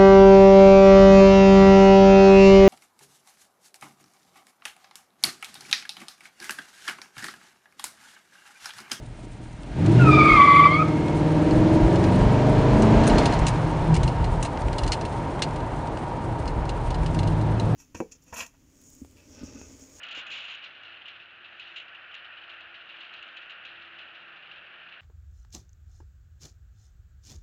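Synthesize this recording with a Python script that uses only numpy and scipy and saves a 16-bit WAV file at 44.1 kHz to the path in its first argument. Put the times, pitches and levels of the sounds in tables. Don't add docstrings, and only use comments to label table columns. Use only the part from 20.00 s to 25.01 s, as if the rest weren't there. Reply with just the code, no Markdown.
import sys
import numpy as np
from scipy import signal
from scipy.fft import rfft, irfft
from scipy.io import wavfile
from scipy.ndimage import uniform_filter1d

SR = 44100
rng = np.random.default_rng(int(sys.argv[2]) if len(sys.argv) > 2 else 0)


def voltage_ratio(level):
    return 10 ** (np.asarray(level, float) / 20)


def log_audio(samples):
    frames = np.atleast_2d(samples).T
    limited = np.clip(frames, -1, 1)
    pcm = np.round(limited * 32767).astype(np.int16)
    wavfile.write(sys.argv[1], SR, pcm)


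N = 220884

# t/s, hiss level/dB, rumble level/dB
ROAD_FADES = [(0.0, -49.5, -64.5), (0.3, -47.5, -61.5), (0.45, -51, -65.5), (1.32, -54, -66.5),
              (1.8, -51, -66.5), (2.05, -49.5, -68.5), (2.35, -49.5, -68.5), (2.97, -52, -66),
              (3.46, -49.5, -67), (4.5, -51.5, -64.5), (5.01, -51, -67.5)]
# f/Hz, density level/dB
HISS_TONE = [(240, -49.5), (400, -22.5), (651, -7.5), (995, -12.5), (1410, 3), (1810, 1), (2130, -6.5),
             (2630, 1.5), (2980, -1.5), (3180, -11), (4030, -26), (4560, -29.5), (7900, -62.5),
             (10300, -82), (17400, -120)]
# f/Hz, density level/dB
RUMBLE_TONE = [(12, -48.5), (20, -21), (87, -9.5), (289, -6.5), (342, -4), (406, -7.5), (645, -4.5),
               (800, -3.5), (1040, -27.5), (1760, -120)]
# peak t/s, half length/s, level/dB, f/Hz, glide/(Hz/s)
DRONES = [
    (0.43, .13, -76, 104.5, -.5),
    (1.1, 0.56, -77, 99.5, -8),
    (2.3, 0.53, -78.5, 93, -12),
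    (3.85, 0.32, -77.5, 90, 0.5),
    (5.0, .4, -83, 92, -5),
    (1.52, 0.82, -74.5, 343, -.5),
    (2.95, .7, -73.5, 341, -1.5),
    (3.95, .45, -70.5, 337, -3.5),
    (4.85, 0.33, -76, 360, -.5),
    (4.6, 0.99, -78, 166.3, 3),
]
# t/s, level/dB, length/s, top f/Hz
PUFFS = [
    (0.178, -46, 0.0072, 1200),
    (0.32, -54.5, 0.011, 900),
    (0.173, -80, .02, 140),
    (.31, -76, 0.028, 140),
    (1.62, -75.5, 0.069, 140),
    (2.674, -73, 0.051, 140),
    (3.202, -77, .05, 102.7),
    (3.48, -80, .05, 49.7),
    (4.6, -70.5, 0.087, 140),
]
# f/Hz, density level/dB
GRASS_TONE = [(88, -63), (150, -27), (320, -24), (355, -31), (477, -18.5), (1050, -12.5), (1370, -11.5),
              (1810, -13.5), (2830, 0), (3590, -10.5), (4040, -15.5), (4550, -26.5), (5200, -36),
              (6760, -56.5), (11400, -120)]
# f/Hz, density level/dB
STRAW_TONE = [(2000, -27), (3400, -4), (4030, -5.5), (4370, -16.5), (4580, -14.5), (4700, -18.5),
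              (6070, -27.5), (7800, -50.5), (10100, -81), (17200, -120)]
# peak t/s, rub level/dB, rise/(s per 10 dB), fall/(s per 10 dB), chaff over rub/dB
STIRS = [(.04, -42, .015, .04, -34), (.198, -33.5, .08, .035, -39), (.345, -34, .045, .14, -38),
         (.51, -37, .08, .07, -35), (.64, -46, .03, .15, -39), (.92, -46, .2, .2, -38),
         (1.15, -50, .2, .18, -42), (1.55, -51, .25, .3, -36), (1.81, -46, .2, .04, -26),
         (2.1, -54, .2, .2, -33), (2.42, -51, .25, .3, -42), (2.63, -55, .15, .08, -46),
         (2.92, -51, .2, .1, -33), (3.05, -46, .15, .1, -39), (3.26, -46, .2, .13, -42),
         (3.39, -56, .1, .07, -25), (3.74, -49, .35, .4, -41), (4.02, -54, .15, .3, -31),
         (4.48, -50, .3, .4, -42), (4.95, -50, .4, .4, -39)]
# t/s, peak level/dB, ring f/Hz, settling t60/s,
# papery brightness/dB
STEM_CRACKLES = [(0.0315, -28.5, 2930, 0.18, -4), (0.084, -31.5, 2960, 0.21, -9),
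                 (0.1096, -31, 2780, 0.2, -2), (0.147, -31, 2850, 0.27, -4),
                 (0.172, -29.5, 2900, 0.21, -8), (0.2653, -31, 2550, 0.089, -6.5),
                 (0.3023, -30, 2720, 0.11, 0), (0.3137, -22, 2526, 0.43, 4), (0.3874, -37, 3030, 0.14, 1),
                 (.412, -39, 2850, 0.11, -2), (.43, -42, 2740, 0.1, -1), (.453, -39, 2850, .1, -2),
                 (0.483, -32, 2840, 0.25, 2), (.518, -37.5, 2810, 0.16, 1.5),
                 (.546, -35.5, 2660, 0.091, -1), (0.624, -37, 2920, 0.11, 7),
                 (0.6406, -38.5, 2720, 0.22, 14),
                 (0.848, -39, 2775, 0.13, 7), (0.879, -43.5, 2640, 0.36, -12),
                     (1.056, -37.5, 2950, 0.21, -2), (1.0805, -37, 2710, 0.23, 3),
                     (1.199, -41.5, 2610, 0.18, 3), (1.443, -38, 2650, 0.17, -8.5),
                     (1.5961, -33.5, 2580, 0.34, 2), (1.6721, -41, 2700, 0.29, 3),
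                     (1.7594, -25, 2757, 0.15, -14), (1.803, -41, 2940, 0.063, 2.5),
                     (2.1146, -41, 3000, 0.12, -3), (2.141, -35.5, 3020, 0.3, -10),
                     (2.244, -37.5, 3020, 0.15, -7), (2.3717, -37.5, 3010, 0.15, -5),
                     (2.4937, -36, 2890, 0.24, -2), (2.5392, -37, 2770, 0.026, 1),
                     (2.607, -39, 2870, 0.18, -19),
                 (2.7419, -36, 2840, 0.23, 2), (2.889, -34.5, 2780, 0.15, -2),
                    (3.003, -34.5, 2905, 0.26, -3), (3.1368, -35, 2570, 0.13, -3),
                    (3.1636, -39, 3330, 0.13, 3), (3.286, -40, 3030, 0.11, -10),
                    (3.3689, -31.5, 3060, 0.12, -10), (3.4152, -38, 2720, 0.15, -3),
                    (3.497, -33, 2676, 0.22, -3), (3.6494, -34.5, 2584, 0.35, -1),
                    (3.82, -38.5, 2680, 0.13, -9), (3.9876, -33, 2550, 0.093, -5),
                    (4.0134, -37.5, 2960, 0.071, -6), (4.146, -41, 2700, 0.23, 5),
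                    (4.362, -42, 2850, 0.13, -3.5), (4.5131, -36.5, 2710, 0.14, 0),
                    (4.9223, -39.5, 2650, 0.099, -6)]
# t/s, peak level/dB
FAINT_CRACKLES = [(0.5835, -44), (0.7482, -41.5), (0.832, -38.5), (1.2252, -50), (1.8819, -39.5),
                  (1.947, -39), (2.018, -51), (2.4355, -41), (2.808, -45.5), (2.9744, -55), (3.1894, -40.5),
                  (3.2237, -39), (3.7968, -48), (3.8482, -41), (4.199, -48), (4.5585, -43), (4.811, -48),
                  (4.8857, -43)]
# t/s, tick level/dB, ring level/dB
SNAPS = [(0.036, -50, -43), (0.085, -50, -47), (0.1101, -50, -36), (0.1495, -50, -33.5), (0.172, -50, -48),
         (0.2668, -62, -41), (0.279, -50, -42), (0.3013, -54, -30), (0.316, -50, -45), (0.352, -50, -31),
         (0.388, -63, -42), (0.4174, -52, -35), (0.4539, -54, -21), (0.481, -51, -30), (0.5184, -50, -38),
         (0.53, -50, -30), (0.6416, -60, -33), (1.085, -62, -35), (1.7614, -50, -38.5), (1.785, -50, -27.5),
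         (1.8016, -60, -29), (1.825, -59, -41.5), (2.1505, -52.5, -37.5), (2.153, -55.5, -32),
         (3.0061, -54, -34), (3.367, -58, -38), (3.4986, -63, -39), (3.666, -62, -41), (3.507, -59, -34),
         (3.987, -68, -41)]

REST_RUB_DB, REST_CHAFF_DB = -66, -100
RUB_BRIGHT_DB = 1
TICK_DB = -44.5
FAINT_HZ, FAINT_SPREAD_HZ, FAINT_T60_S, FAINT_BRIGHT_DB = 2780, 170, 0.11, 1
CEILING = 0.017
NOISE_FLOOR_DB, DUCK_DB = -94, 7.5


def unit_rms(x):
    return x / np.sqrt(np.mean(x ** 2) + 1e-20)


def in_time(rows):
    s, *columns = np.transpose(rows)
    return [np.interp(np.arange(N) / SR, s, c) for c in columns]


def filtered(x, order, hz, kind):
    return signal.sosfilt(signal.butter(order, hz, kind, fs=SR, output="sos"), x)


def colour(x, spectrum):
    hz, db = np.transpose(spectrum)
    grid = np.maximum(np.arange(4097) * SR / 8192, 1)
    cepstrum = irfft(np.log(voltage_ratio(np.interp(np.log(grid), np.log(hz), db))))
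    cepstrum[1:4096] *= 2
    cepstrum[4097:] = 0
    impulse = irfft(np.exp(rfft(cepstrum)))
    return signal.fftconvolve(x, impulse)[:len(x)]


def drift(rate):
    r = np.exp(-2 * np.pi * rate / SR)
    wander = signal.lfilter([1], [1, -2 * r, r * r], rng.standard_normal(N + SR))
    return unit_rms(wander[SR:])


def road():
    hiss_db, rumble_db = in_time(ROAD_FADES)
    hiss = unit_rms(colour(rng.standard_normal(N), HISS_TONE))
    rumble = unit_rms(colour(rng.standard_normal(N), RUMBLE_TONE))
    return hiss * voltage_ratio(hiss_db + 1.5 + 0.58 * drift(5.3)) + rumble * voltage_ratio(rumble_db - 0.5)


def drones():
    t, out = np.arange(N) / SR, np.zeros(N)
    waver_db, waver_hz = 0.86 * drift(4.1), 0.99 * drift(3.7)
    for s, length, level_db, hz, glide in DRONES:
        swell = voltage_ratio(level_db + waver_db) * np.exp(-((t - s) / length) ** 4)
        phase = 2 * np.pi * np.cumsum(hz + glide * (t - s) + waver_hz) / SR
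        out += np.sqrt(2) * swell * np.sin(phase)
    return out


def puffs():
    t, air, out = np.arange(N) / SR, rng.standard_normal(N), np.zeros(N)
    for s, level_db, length, top_hz in PUFFS:
        low = unit_rms(filtered(air, 2, [36, top_hz], "band"))
        out += voltage_ratio(level_db) * np.exp(-((t - s) / length) ** 2) * low
    return out


def stirring():
    t = np.arange(N) / SR
    rub, sift = voltage_ratio(REST_RUB_DB), voltage_ratio(REST_CHAFF_DB)
    for s, rub_db, rise, fall, chaff_db in STIRS:
        tens_of_db = np.where(t < s, (s - t) / max(rise, 0.005), (t - s) / max(fall, 0.005))
        swell = voltage_ratio(rub_db - 10 * tens_of_db)
        rub = rub + swell
        sift = sift + swell * voltage_ratio(chaff_db)
    return rub, sift


def chaff(sift):
    high = filtered(rng.standard_normal(N), 2, [4800, 7600], "band")
    return sift * voltage_ratio(-9 + 1.0 * drift(60)) * unit_rms(high)


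def grains(per_s, spread_db):
    sizes = voltage_ratio(spread_db * np.minimum(rng.exponential(1, N), 3.5)) * rng.choice([-1, 1], N)
    slips = sizes * (rng.random(N) < per_s / SR)
    body = unit_rms(colour(slips, GRASS_TONE))
    top = voltage_ratio(-17.5) * unit_rms(colour(slips, STRAW_TONE))
    return body, top


def rubbing(rub):
    body, top = grains(9000, spread_db=1.0)
    clumps = voltage_ratio(-6.5 + 2.2 * drift(65))
    return rub * clumps * (filtered(body, 1, 900, "high") + voltage_ratio(RUB_BRIGHT_DB - 5.5) * top)


def ring(hz, rise, t60, length):
    t = np.arange(length) / SR
    return np.sin(2 * np.pi * hz * t) * (1 - np.exp(-t / rise)) * voltage_ratio(-60 * t / t60)


def add(track, s, piece):
    i = round(s * SR)
    track[i:i + len(piece)] += piece[:N - i]


def all_crackles():
    faint = []
    for s, peak_db in FAINT_CRACKLES:
        hz = FAINT_HZ + FAINT_SPREAD_HZ * rng.standard_normal()
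        faint.append((s, peak_db, hz, FAINT_T60_S, FAINT_BRIGHT_DB))
    return STEM_CRACKLES + faint


def crackles(breaks):
    notes, spray, edge = np.zeros((3, N))
    t = np.arange(SR // 3) / SR
    for s, peak_db, hz, t60, bright_db in breaks:
        decay = voltage_ratio(peak_db - 7.5 - 60 * t / np.clip(t60, 0.02, 1))
        dying = decay * (1 - np.exp(-t / 0.0009))
        add(spray, s, dying)
        add(edge, s, dying * voltage_ratio(bright_db))
        note = ring(hz, rise=0.00036, t60=0.069, length=3000)
        overtone = ring(1.25 * hz, rise=0.00044, t60=0.02, length=3000)
        add(notes, s, voltage_ratio(peak_db - 5.5) * note)
        add(notes, s, voltage_ratio(peak_db + bright_db - 18.5) * overtone)
    body, top = grains(5000, spread_db=3.0)
    thin = filtered(body, 2, 2350, "high")
    return notes + spray * (thin + 0.23 * body) + edge * top


def snaps(breaks):
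    rings, gate = np.zeros((2, N))
    t = np.arange(600) / SR
    crackle_ticks = [(s + 0.0017, db + TICK_DB, db) for s, db, *_ in breaks]
    for s, tick_db, ring_db in SNAPS + crackle_ticks:
        faintness_db = min(tick_db + 69, 0)
        housing = ring(2800, rise=0.00036, t60=0.015, length=2000)
        add(rings, s - 0.0012, voltage_ratio(ring_db - 3 + faintness_db) * housing)
        decay = voltage_ratio(min(tick_db, -50) - 4 - 60 * t / 0.009)
        add(gate, s, decay * (1 - np.exp(-t / 0.0005)))
    sizzle = filtered(rng.standard_normal(N), 2, [5900, 7700], "band")
    return rings + gate * unit_rms(sizzle)


def scene():
    rub, sift = stirring()
    breaks = all_crackles()
    behind = road() + drones() + puffs()
    nest = chaff(sift) + rubbing(rub) + crackles(breaks) + snaps(breaks)
    return (behind + nest)[None]


def limit(x):
    steep = signal.cheby2(12, 50, 8000, fs=SR, output="sos")
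    return signal.sosfilt(steep, np.clip(x, -CEILING, CEILING))


def roll_off(x):
    return signal.sosfilt(signal.butter(12, 15700, fs=SR, output="sos"), x)


def record(dry):
    clipped = 1.0 * (np.abs(dry) > CEILING)
    overload = uniform_filter1d(clipped, size=2048, axis=1)
    noise_db = NOISE_FLOOR_DB - DUCK_DB * np.clip(overload / 0.03, 0, 1)
    mix = limit(dry) + voltage_ratio(noise_db) * rng.standard_normal(dry.shape)
    return roll_off(mix)


dry = scene()
out = record(dry)
log_audio(out)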